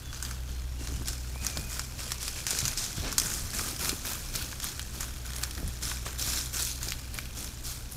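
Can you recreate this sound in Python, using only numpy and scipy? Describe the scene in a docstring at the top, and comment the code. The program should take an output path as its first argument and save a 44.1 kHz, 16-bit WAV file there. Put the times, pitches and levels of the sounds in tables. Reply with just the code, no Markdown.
"""Dry leaves rustle, softly at first, as two wild boar stroll down a forest slope, one after the other.
Each hoof breaks leaves in a shower of tiny fractures; twigs snap and the soil thuds under the load.
The animals grunt softly (pulses exciting a resonance) and snuffle (turbulent breath).
Far off, birds whistle over a low drone. All is heard in mono through the resonant plastic case
of a trail camera beside their path."""
import sys
import numpy as np
from scipy import signal
from scipy.fft import rfft, irfft
from scipy.io import wavfile
from scipy.ndimage import uniform_filter1d, map_coordinates

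SR = 44100
rng = np.random.default_rng(int(sys.argv[2]) if len(sys.argv) > 2 else 0)


def int16_out(signal):
    """Quantize to a 16-bit WAV file."""
    q = np.round(np.clip(np.atleast_2d(signal).T, -1, 1) * 32767)
    wavfile.write(sys.argv[1], SR, q.astype(np.int16))


N = 351036
TIME = np.arange(N) / SR

# steady forest rumble and microphone hiss: (frequency [Hz], relative density [dB])
FLOOR_SPECTRUM = [(22, 12), (50, -4.5), (90, -2), (140, -10.5), (220, -18), (410, -25), (900, -27),
                  (1600, -34.5), (2700, -32.5), (4300, -29.5), (7000, -49), (14000, -38), (16000, -46)]
# swelling of the distant drone: (time [s], relative level [dB])
DRONE_CONTOUR = [(0, -44.5), (.5, -36), (1.1, -35.5), (1.9, -43), (2.9, -52), (4.6, -46), (5.3, -39),
                 (5.9, -40), (7.5, -42.5), (7.96, -48)]
# bird whistles: (start [s], end [s], first frequency [Hz], last frequency [Hz], level [dB])
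WHISTLES = [(0.02, 0.12, 3500, 3380, -54), (0.47, 0.66, 4200, 4300, -64), (0.69, 0.78, 5650, 5520, -60),
            (0.76, 0.93, 2850, 2720, -56), (0.93, 1.0, 3050, 2900, -57), (1.14, 1.33, 4350, 4250, -62),
            (1.335, 1.385, 2280, 2510, -54), (1.37, 1.52, 2510, 2480, -54.5), (1.5, 1.565, 2460, 2360, -54),
            (1.555, 1.76, 2490, 2450, -57.5), (1.97, 2.12, 3250, 3250, -59), (2.14, 2.21, 2470, 2180, -57)]
# early reflection off trunks, shifting as the animals move: (time [s], delay [ms], gain [ratio])
TRUNK_ECHO = [(0, 0.66, 0.23), (.6, 0.62, 0.086), (1.0, 0.42, 0.078), (2.4, 0.38, 0.12), (3.2, .55, 0.056),
              (3.9, 0.82, 0.048), (4.7, .72, 0.061), (5.3, 0.56, 0.04), (6.5, 0.526, 0.15),
              (7.96, 0.19, 0.067)]
# modes of the plastic case: (frequency [Hz], bandwidth [Hz], gain [dB])
CASE_MODES = [(1480, 450, 2), (1980, 220, -2), (2420, 220, 3.5), (2850, 260, -1), (3300, 250, 1.5),
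              (4300, 250, 1), (5300, 200, 1.5), (5580, 160, 1.5), (6100, 200, 2), (7240, 300, 2),
              (8170, 150, 3.5), (9150, 150, 1.5), (10200, 200, 1.5), (11900, 220, 2), (13500, 500, 1.5),
              (14250, 400, 2.5)]

# grunts of the leading boar, breaths, soil yielding: (centre time [s], level [dB], width [s])
GRUNT_SWELLS = [(0.812, -43.5, 0.02), (0.92, -43.5, 0.044), (1.015, -45, 0.023)]
BREATH_SWELLS = [(3.06, -39.5, 0.054)]
THUD_SWELLS = [(0.96, -36.5, 0.13), (1.59, -40, .06), (2.65, -33, 0.052), (2.99, -35, 0.053),
               (3.38, -39, 0.24), (3.60, -41, 0.062), (3.92, -37, 0.04), (4.36, -39.5, 0.1),
               (5.66, -33, 0.042)]
# breath, thuds, soil rumble, damp leaves, dry leaves, leaf edges: (frequency [Hz], relative density [dB])
BREATH_SPECTRUM = [(100, 8), (300, 5), (750, 1), (1200, -5), (1800, -25), (2600, -13), (5000, -11)]
THUD_SPECTRUM = [(25, 10), (60, 1.5), (120, 1), (200, -10), (300, -24.5), (600, -69)]
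SOIL_SPECTRUM = [(32, 6), (60, 3), (110, -5), (170, -4.5), (280, -6), (450, -15.5), (800, -20.5),
                 (1600, -55)]
DAMP_SPECTRUM = [(300, -4.5), (600, -3.5), (950, -2), (1400, 1.5), (2000, -2), (3000, -3.5), (5000, -10.5),
                 (9000, -60)]
DRY_SPECTRUM = [(1500, -43), (3000, -7.5), (4200, -3), (5600, 1), (7500, 1.5), (9500, -10.5), (12000, -40),
                (16000, -36)]
EDGE_SPECTRUM = [(5000, -58), (8000, -4.5), (10000, 6.5), (12000, 5), (13200, 4.5), (14400, 8), (15500, -3)]
# hooves striking soil, roots and branches: (time [s], relative peak [dB], frequency [Hz])
HOOF_IMPACTS = [(1.019, -32.5, 900), (1.359, -31, 860), (1.57, -27, 570), (2.531, -31.5, 395),
                (2.628, -28, 162), (2.978, -24, 137), (3.613, -33, 296), (3.73, -33, 280),
                (3.893, -27.5, 450), (3.929, -23.5, 292), (4.359, -36, 330), (5.629, -25.5, 198),
                (6.064, -26, 644), (6.276, -33, 497), (6.873, -31, 314)]
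# twigs breaking: (time [s], relative crack [dB], relative knock [dB], frequency [Hz], tear T60 [s])
TWIG_BREAKS = [(0.1292, -39.5, -41.5, 5720, .008), (0.226, -29, -39.5, 6860, .009),
               (0.2507, -33, -46, 4480, .005), (0.3108, -36.5, -38, 5650, .009),
               (0.8731, -34.5, -39.5, 5100, 0.0088), (1.0833, -27.5, -38, 5300, 0.0054),
               (1.448, -30.5, -35.5, 7860, .005), (1.4666, -22, -36, 5500, .0062),
               (1.5725, -28.5, -34.5, 4770, 0.011), (1.7945, -30.5, -31.5, 5800, 0.0085),
               (2.1192, -25.5, -31.5, 5900, .005), (2.229, -31.5, -41, 5500, .003),
               (2.2796, -27.5, -37, 5300, 0.02), (2.4672, -24.5, -31.5, 6400, 0.01),
               (2.507, -23, -48, 7240, 0.011), (2.5879, -23, -41, 5900, 0.0082),
               (2.6033, -27, -42, 6010, 0.015), (2.6537, -23.5, -40, 5760, .008),
               (2.68, -24.5, -34, 6680, .008), (2.7745, -27, -47, 6100, .003),
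               (3.1177, -35, -52, 6010, .006), (3.1266, -29, -32.5, 5670, 0.004),
               (3.1814, -15.5, -26, 6540, .028), (3.199, -21.5, -44, 6050, 0.0087),
               (3.5875, -30, -44, 5360, 0.0063), (3.5943, -37, -29.5, 7270, .016),
               (3.8476, -29, -40, 5340, .004), (3.8934, -22, -38, 4300, 0.0072),
               (4.3542, -29.5, -47, 3520, .012), (4.3587, -27.5, -44, 6500, .008),
               (4.5288, -54, -35, 5090, .012), (4.601, -33.5, -39, 5720, .005),
               (4.6426, -28.5, -34, 10200, 0.013), (4.7946, -30, -43, 3100, 0.0058),
               (4.8173, -37, -50, 6400, .003), (5.3343, -37, -45, 4140, .004),
               (5.0074, -29, -37, 7400, .017), (5.3623, -33.5, -47.5, 6470, .02),
               (5.432, -34, -37, 5400, .012), (5.436, -23.5, -32.5, 5400, .008),
               (5.5098, -36, -49, 4420, .013), (5.5507, -37, -48, 5110, .012),
               (5.578, -40.5, -37, 4120, .007), (5.678, -35, -47, 10500, .011),
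               (5.9162, -38, -31, 3360, .008), (6.0654, -39, -33.5, 3040, .02),
               (6.1873, -38, -47, 6470, .008), (6.2136, -30, -50, 6940, .014),
               (6.6236, -26, -52, 7800, .006), (6.65, -29, -52, 6610, .004), (6.83, -30, -39, 6600, 0.0075),
               (6.8855, -29.5, -52, 5280, .016), (6.9057, -34, -57, 5550, .003),
               (6.9208, -27.5, -36, 3370, 0.0037), (7.1426, -36, -49, 8950, 0.014),
               (7.187, -29, -31, 2580, 0.0092), (7.256, -40, -50, 3200, 0.0056),
               (7.4447, -36.5, -44, 6470, 0.0088)]
# steps, in relative levels and tilts: (time [s], press duration [s], damp leaves [dB], dry leaves [dB],
# brittle edges [dB], soil [dB], dry tilt [dB/octave], edge tilt [dB/octave])
FOOTFALLS = [(0.116, 0.049, -53, -45.5, -56.0, -65, -5, 0.0),
             (0.212, 0.082, -47.5, -44.5, -51, -54, 2, 0.0), (0.467, 0.031, -60, -47, -57, -48, -8, -1.0),
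             (0.786, 0.17, -51.5, -45, -54.5, -51, 1.0, -9),
             (1.049, 0.046, -51.5, -38.5, -49, -49, 0.0, -3.0), (1.405, 0.096, -47, -40, -49, -49, 0, -4.0),
             (1.547, 0.046, -51.5, -44, -48, -44, 1, -2.0), (1.677, 0.12, -47, -40.5, -47, -67, 3, 0.0),
             (1.971, 0.16, -47.5, -40, -48.5, -55, -2, -4.0),
             (2.192, 0.098, -48, -37, -45.5, -60, -3.5, -6), (2.339, 0.053, -47, -38.5, -47, -53, -2.5, -8),
             (2.459, 0.14, -43, -32.5, -43, -60, -1, -5), (2.63, 0.05, -42.5, -35, -42.5, -58, -1, -7.0),
             (2.76, 0.079, -43.5, -32.5, -43.5, -58, -0.5, -5),
             (2.948, 0.041, -47.5, -39, -49.5, -57, -8, 0.0), (3.023, 0.06, -41, -40, -61, -41.5, -6, 1.0),
             (3.178, 0.2, -43.5, -35, -41.5, -47.5, 5.5, -3.0),
             (3.523, 0.17, -43.0, -36.5, -40.5, -45.5, 3, -2),
             (3.784, 0.096, -40.5, -35, -37.5, -44.5, 1.0, 1),
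             (4.035, 0.097, -43.5, -38.5, -41, -50, 0.0, 9.0),
             (4.323, 0.1, -45.5, -37.5, -43, -46, -6, 5.0), (4.608, 0.061, -45.5, -36, -45, -52, -2, 3),
             (4.92, 0.039, -51.0, -42.5, -49, -45, -4, 1.0), (4.991, 0.024, -43.5, -39, -43, -58, 0.0, -3),
             (5.237, 0.059, -49.5, -46.5, -51, -56, 1, 2.0), (5.335, 0.14, -47.5, -47.5, -47, -56, 3, 0.0),
             (5.559, 0.053, -53, -53, -51, -43, 1, 3.0), (5.654, 0.021, -55.5, -45, -53, -56, 0.0, -3.0),
             (5.808, 0.1, -45, -35, -42.5, -48.5, -0.5, -8), (6.043, 0.02, -43.5, -39.5, -46, -46, 3, 8),
             (6.173, 0.082, -46.5, -33.5, -39.5, -48, -3, 0), (6.252, 0.15, -43.5, -31.5, -39, -49, -1, -1),
             (6.517, 0.063, -42.5, -35, -42, -61, 4, 6.0), (6.566, 0.13, -53, -34.5, -41, -62, -5, -4),
             (6.801, 0.094, -48, -39.5, -46, -51.5, -5, 4.0),
             (7.121, 0.059, -51, -45, -50.0, -49.5, -7, 6.0),
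             (7.349, 0.094, -49.5, -40.5, -46, -48, -2.5, -2),
             (7.631, 0.085, -48, -38, -43.5, -64, -0.5, 1.0),
             (7.902, 0.021, -68, -50.5, -47.0, -60.0, 4, 0.0)]
# legs and snouts stirring the leaves between steps: (time [s], relative level [dB])
STIR_CONTOUR = [(0, -53), (.7, -54.5), (1.3, -49), (2.2, -51.5), (3.3, -43.5), (4.2, -44), (5.1, -50),
                (5.75, -50), (6.5, -52), (7.05, -50.5), (7.96, -52.5)]
# response of damp leaves, dry leaves, edges and soil to stirring: (relative level [dB], slope [dB/dB])
STIR_RESPONSE = [(-52.5, 0.57), (-44.5, 1.0), (-51.5, 0.91), (-51.5, 0.63)]


def from_db(db):
    """Amplitude ratio: a factor of ten for every 20 dB."""
    return 10 ** (np.asarray(db) / 20)


def unit_rms(x):
    """Normalisation to unit mean power."""
    return x / np.sqrt(np.mean(x ** 2) + 1e-20)


def in_time(rows):
    """Linear interpolation of each column to every sample."""
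    times, *columns = np.transpose(rows)
    return [np.interp(TIME, times, column) for column in columns]


def at_hz(spectrum, hz):
    """Interpolation of a spectrum on a logarithmic frequency axis."""
    frequencies, db = np.transpose(spectrum)
    return np.interp(np.log(hz), np.log(frequencies), db)


def band(x, low_hz, high_hz):
    """Causal Butterworth band-pass filtering."""
    sos = signal.butter(2, [low_hz, min(high_hz, .48 * SR)], "band", fs=SR, output="sos")
    return signal.sosfilt(sos, x + 1e-18)


def resonate(x, hz, width_hz):
    """Forced response of a damped oscillator with unit peak gain."""
    radius = np.exp(-np.pi * width_hz / SR)
    feedback = [1, -2 * radius * np.cos(2 * np.pi * hz / SR), radius ** 2]
    return signal.lfilter(np.array([1, 0, -1]) * (1 - radius ** 2) / 2, feedback, x)


def drift(per_s):
    """Smooth random modulation of unit rms, interpolated through per_s values a second."""
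    knots = rng.standard_normal(2 ** 14)
    return unit_rms(map_coordinates(knots, [TIME * per_s], order=2, mode="wrap"))


def noise(spectrum):
    """Spectral shaping of white noise, to unit rms."""
    hz = np.maximum(np.fft.rfftfreq(N, 1 / SR), 1)
    roll_off = np.minimum(hz / spectrum[0][0], 1) ** 2 * np.minimum(spectrum[-1][0] / hz, 1) ** 2
    return unit_rms(irfft(rfft(rng.standard_normal(N)) * from_db(at_hz(spectrum, hz)) * roll_off, N))


def swells(rows):
    """A sum of Gaussian amplitude envelopes."""
    return sum(from_db(db) * np.exp(-2 * ((TIME - centre) / width) ** 2) for centre, db, width in rows)


def add(out, start_s, sound):
    """Linear superposition of a sound at a given time."""
    i = min(max(round(start_s * SR), 0), N)
    out[i:i + len(sound)] += sound[:N - i]


def noise_floor(level_db):
    """Stationary broadband noise: forest rumble and microphone hiss."""
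    return from_db(level_db) * noise(FLOOR_SPECTRUM)


def drone(hz, sag_hz_per_s, waver_hz, flutter_db):
    """Two harmonics share one slowly sinking, wavering pitch; the octave swells less than the first."""
    contour_db, = in_time(DRONE_CONTOUR)
    octave_db = -45.5 + .3 * (contour_db + 37)
    phase = 2 * np.pi * np.cumsum(hz - sag_hz_per_s * TIME + waver_hz * drift(14)) / SR
    fundamental = from_db(contour_db + 2.5 + flutter_db * drift(24)) * np.sin(phase)
    return fundamental + from_db(octave_db + flutter_db * drift(24)) * np.sin(2 * phase)


def birds(quaver):
    """Frequency modulation: each whistle is a gliding pure tone with a slight random quaver."""
    out, wobble = np.zeros(N), 1 + quaver * drift(90)
    for start, end, first_hz, last_hz, db in WHISTLES:
        i, n = round(start * SR), round((end - start) * SR)
        hz = np.linspace(first_hz, last_hz, n) * wobble[i:i + n]
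        tone = np.sin(2 * np.pi * np.cumsum(hz) / SR)
        add(out, start, from_db(db) * signal.windows.tukey(n, .4) * tone)
    return out


def reverberation(x, t60, high_hz):
    """Scattering by trunks and ground leaves a thin, dull tail that decays exponentially."""
    t = TIME[:SR]
    echoes = rng.standard_normal(SR) * (rng.random(SR) < .1) * from_db(-60 * t / t60) * (t > .003)
    echoes = band(echoes, 300, high_hz)
    return signal.fftconvolve(x, echoes / np.linalg.norm(echoes))[:N]


def with_reflection(x):
    """Interference of the direct sound with a shifting reflection: a comb filter hollows the rustle."""
    delay_ms, gain = in_time(TRUNK_ECHO)
    return x + gain * map_coordinates(x, [np.arange(N) - delay_ms * SR / 1000], order=3)


def snuffle():
    """Turbulence: a snout blows a puff of noise into the leaves."""
    return swells(BREATH_SWELLS) * noise(BREATH_SPECTRUM)


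def grunts(pulse_hz, formant_hz, width_hz, jitter):
    """Source and filter: slow, uneven pulses excite one low resonance of a closed snout."""
    cycles = np.cumsum(pulse_hz * (1 + jitter * drift(60))) / SR
    pulses = np.diff(np.floor(cycles), prepend=0) * from_db(2.1 * drift(80))
    voice = resonate(resonate(pulses, formant_hz, width_hz), formant_hz, width_hz)
    return swells(GRUNT_SWELLS) * unit_rms(voice)


def ground(soil_db):
    """Forced vibration: the soil rumbles under the animals' weight and thuds at heavy steps."""
    rumble = from_db(soil_db + 4.5) * noise(SOIL_SPECTRUM)
    return rumble + swells(THUD_SWELLS) * noise(THUD_SPECTRUM)


def hooves(gain_db, t60_cycles, grit):
    """Impact excites a heavily damped oscillation, with a little noise from grit under the hoof."""
    out, t = np.zeros(N), TIME[:SR // 8]
    for start, db, hz in HOOF_IMPACTS:
        grains = unit_rms(band(rng.standard_normal(len(t)), hz / 2, hz * 2))
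        envelope = from_db(-60 * t * hz / t60_cycles) * (1 - np.exp(-2 * t * hz))
        blow = (np.sin(2 * np.pi * hz * t) + grit * grains) * envelope
        add(out, start, from_db(db + gain_db) * blow / np.abs(blow).max())
    return out


def twigs(crack_gain_db, knock_gain_db, splinter_db, splinter_t60, knock_t60, width_hz):
    """Brittle fracture: fibres snap and tear, splinters follow, and the stick gives a woody knock."""
    out, t = np.zeros(N), TIME[:SR // 8]
    impulse, onset = t == 0, t < .005
    for start, crack_db, knock_db, hz, tear_t60 in TWIG_BREAKS:
        tear, wood = rng.choice([-1, 1], (2, len(t)))
        decay = from_db(-60 * t / tear_t60) + from_db(splinter_db - 60 * t / splinter_t60)
        burst = 2.2 * impulse + tear * decay
        low_cut = signal.butter(2, .36 * hz, "high", fs=SR, output="sos")
        crack = signal.sosfilt(low_cut, resonate(burst, hz, width_hz)) + .1 * band(burst, 3700, 14000)
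        knock = band(impulse + .098 * wood * from_db(-60 * t / knock_t60), 1000, 2000)
        add(out, start, from_db(crack_db + crack_gain_db) * crack / crack[onset].std())
        add(out, start, from_db(knock_db + knock_gain_db) * knock / knock[onset].std())
    return out


def treading(attack_s, sag_db_per_s, settle_t60):
    """Incoherent sources add in power: steps and stirring give four layer levels and two tilts."""
    stir_db, = in_time(STIR_CONTOUR)
    power = np.array([from_db(db + slope * (stir_db + 45)) ** 2 for db, slope in STIR_RESPONSE])
    weighted_tilt, t = np.zeros((2, N)), TIME[:SR]
    for start, press_s, *layer_db, dry_tilt, edge_tilt in FOOTFALLS:
        # the weight comes on, eases, and the leaves settle
        fall_db = sag_db_per_s * t + 60 * np.maximum(t - press_s, 0) / settle_t60
        envelope = np.minimum(t / attack_s, 1) * from_db(-fall_db)
        step_power = np.outer(from_db(layer_db), envelope) ** 2
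        for layer, part in zip(power, step_power):
            add(layer, start, part)
        add(weighted_tilt[0], start, dry_tilt * step_power[1])
        add(weighted_tilt[1], start, edge_tilt * step_power[2])
    return 10 * np.log10(power), weighted_tilt / power[1:3]


def fractures(per_s, spread_db, clump_db):
    """A Poisson process of tiny leaf breaks, many small and few large, held at even running power."""
    occurs = rng.random(N) < per_s / SR
    size_db = spread_db * rng.exponential(1, N) + clump_db * drift(170)
    breaks = occurs * from_db(np.minimum(size_db, 16)) * rng.choice([-1, 1], N)
    running_power = np.abs(uniform_filter1d(breaks ** 2, size=SR // 25))
    return breaks / np.sqrt(running_power + 1e-6)


def buckling(per_s, jump_db, t60):
    """Elastic instability: whole leaves give way, each abruptly lifting a gain that then sinks back."""
    jumps = (rng.random(N) < per_s / SR) * from_db(jump_db * rng.random(N) ** 2) ** 2
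    retention = from_db(-120 / (t60 * SR))
    power = 1 + signal.lfilter([1], [1, -retention], jumps + 1e-18)
    return unit_rms(np.sqrt(power))


def leaves(breaks, spectrum, tilt, pivot_hz, colour_db, friction):
    """Fracture and friction: each break has its own spectral colour, and sliding leaves hiss between."""
    out, band_edges = 0, np.geomspace(250, 17000, 21)
    sliding = rng.standard_normal((2, N))
    for k, (low, high) in enumerate(zip(band_edges, band_edges[1:])):
        if high > spectrum[0][0]:
            hz = np.sqrt(low * high)
            crackle = unit_rms(breaks * from_db(colour_db * np.tanh(drift(400))))
            gain = from_db(at_hz(spectrum, hz) + tilt * np.clip(np.log2(hz / pivot_hz), -1, .5))
            out = out + gain * band(crackle + friction * sliding[k % 2], low, high)
    return unit_rms(out)


def leaf_litter(damp_db, dry_db, edge_db, dry_tilt, edge_tilt):
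    """Acoustic emission under load: the harder a hoof presses, the more leaves break each second."""
    breaks = fractures(per_s=3000 * from_db(.5 * (dry_db + 45)), spread_db=5, clump_db=-.1)
    damp = leaves(breaks, DAMP_SPECTRUM, tilt=.33, pivot_hz=1780, colour_db=15, friction=.74)
    dry = leaves(breaks, DRY_SPECTRUM, dry_tilt - .8, pivot_hz=5400, colour_db=20, friction=1)
    edges = leaves(breaks, EDGE_SPECTRUM, edge_tilt, pivot_hz=11800, colour_db=7.5, friction=.8)
    rustle = from_db(damp_db + .5) * damp + from_db(dry_db - 1.5) * dry + from_db(edge_db + .9) * edges
    return rustle * buckling(per_s=130, jump_db=9.5, t60=.015)


def scene():
    """Superposition of the nearby boar with the distant birds and drone."""
    (*leaf_db, soil_db), tilts = treading(attack_s=.024, sag_db_per_s=14, settle_t60=.55)
    snaps = twigs(crack_gain_db=-2.5, knock_gain_db=-4.5, splinter_db=-13,
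                  splinter_t60=.066, knock_t60=.031, width_hz=1760)
    steps = hooves(gain_db=-.5, t60_cycles=3, grit=.38) + ground(soil_db)
    boar = with_reflection(leaf_litter(*leaf_db, *tilts) + snaps) + snuffle()
    boar += grunts(pulse_hz=75.1, formant_hz=275, width_hz=150, jitter=.25)
    song = birds(quaver=.007)
    far = song + from_db(-7) * reverberation(song, t60=.45, high_hz=7000)
    hum = drone(hz=62.15, sag_hz_per_s=.12, waver_hz=.797, flutter_db=.96)
    near = boar + from_db(-20) * reverberation(boar, t60=.44, high_hz=9100) + steps
    return np.tile(near + far + hum, (2, 1))


def record(dry):
    """Case resonances colour the sound; forest rumble and microphone hiss join; the band is limited."""
    ringing = sum((from_db(db) - 1) * resonate(dry[0], hz, width) for hz, width, db in CASE_MODES)
    mono = dry[0] + ringing + noise_floor(level_db=-40)
    low_cut = signal.butter(2, 31, "high", fs=SR, output="sos")
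    high_cut = signal.ellip(10, .1, 80, 15500, fs=SR, output="sos")
    return np.tile(signal.sosfilt(high_cut, signal.sosfilt(low_cut, mono)), (2, 1))


dry = scene()
out = record(dry)
int16_out(out)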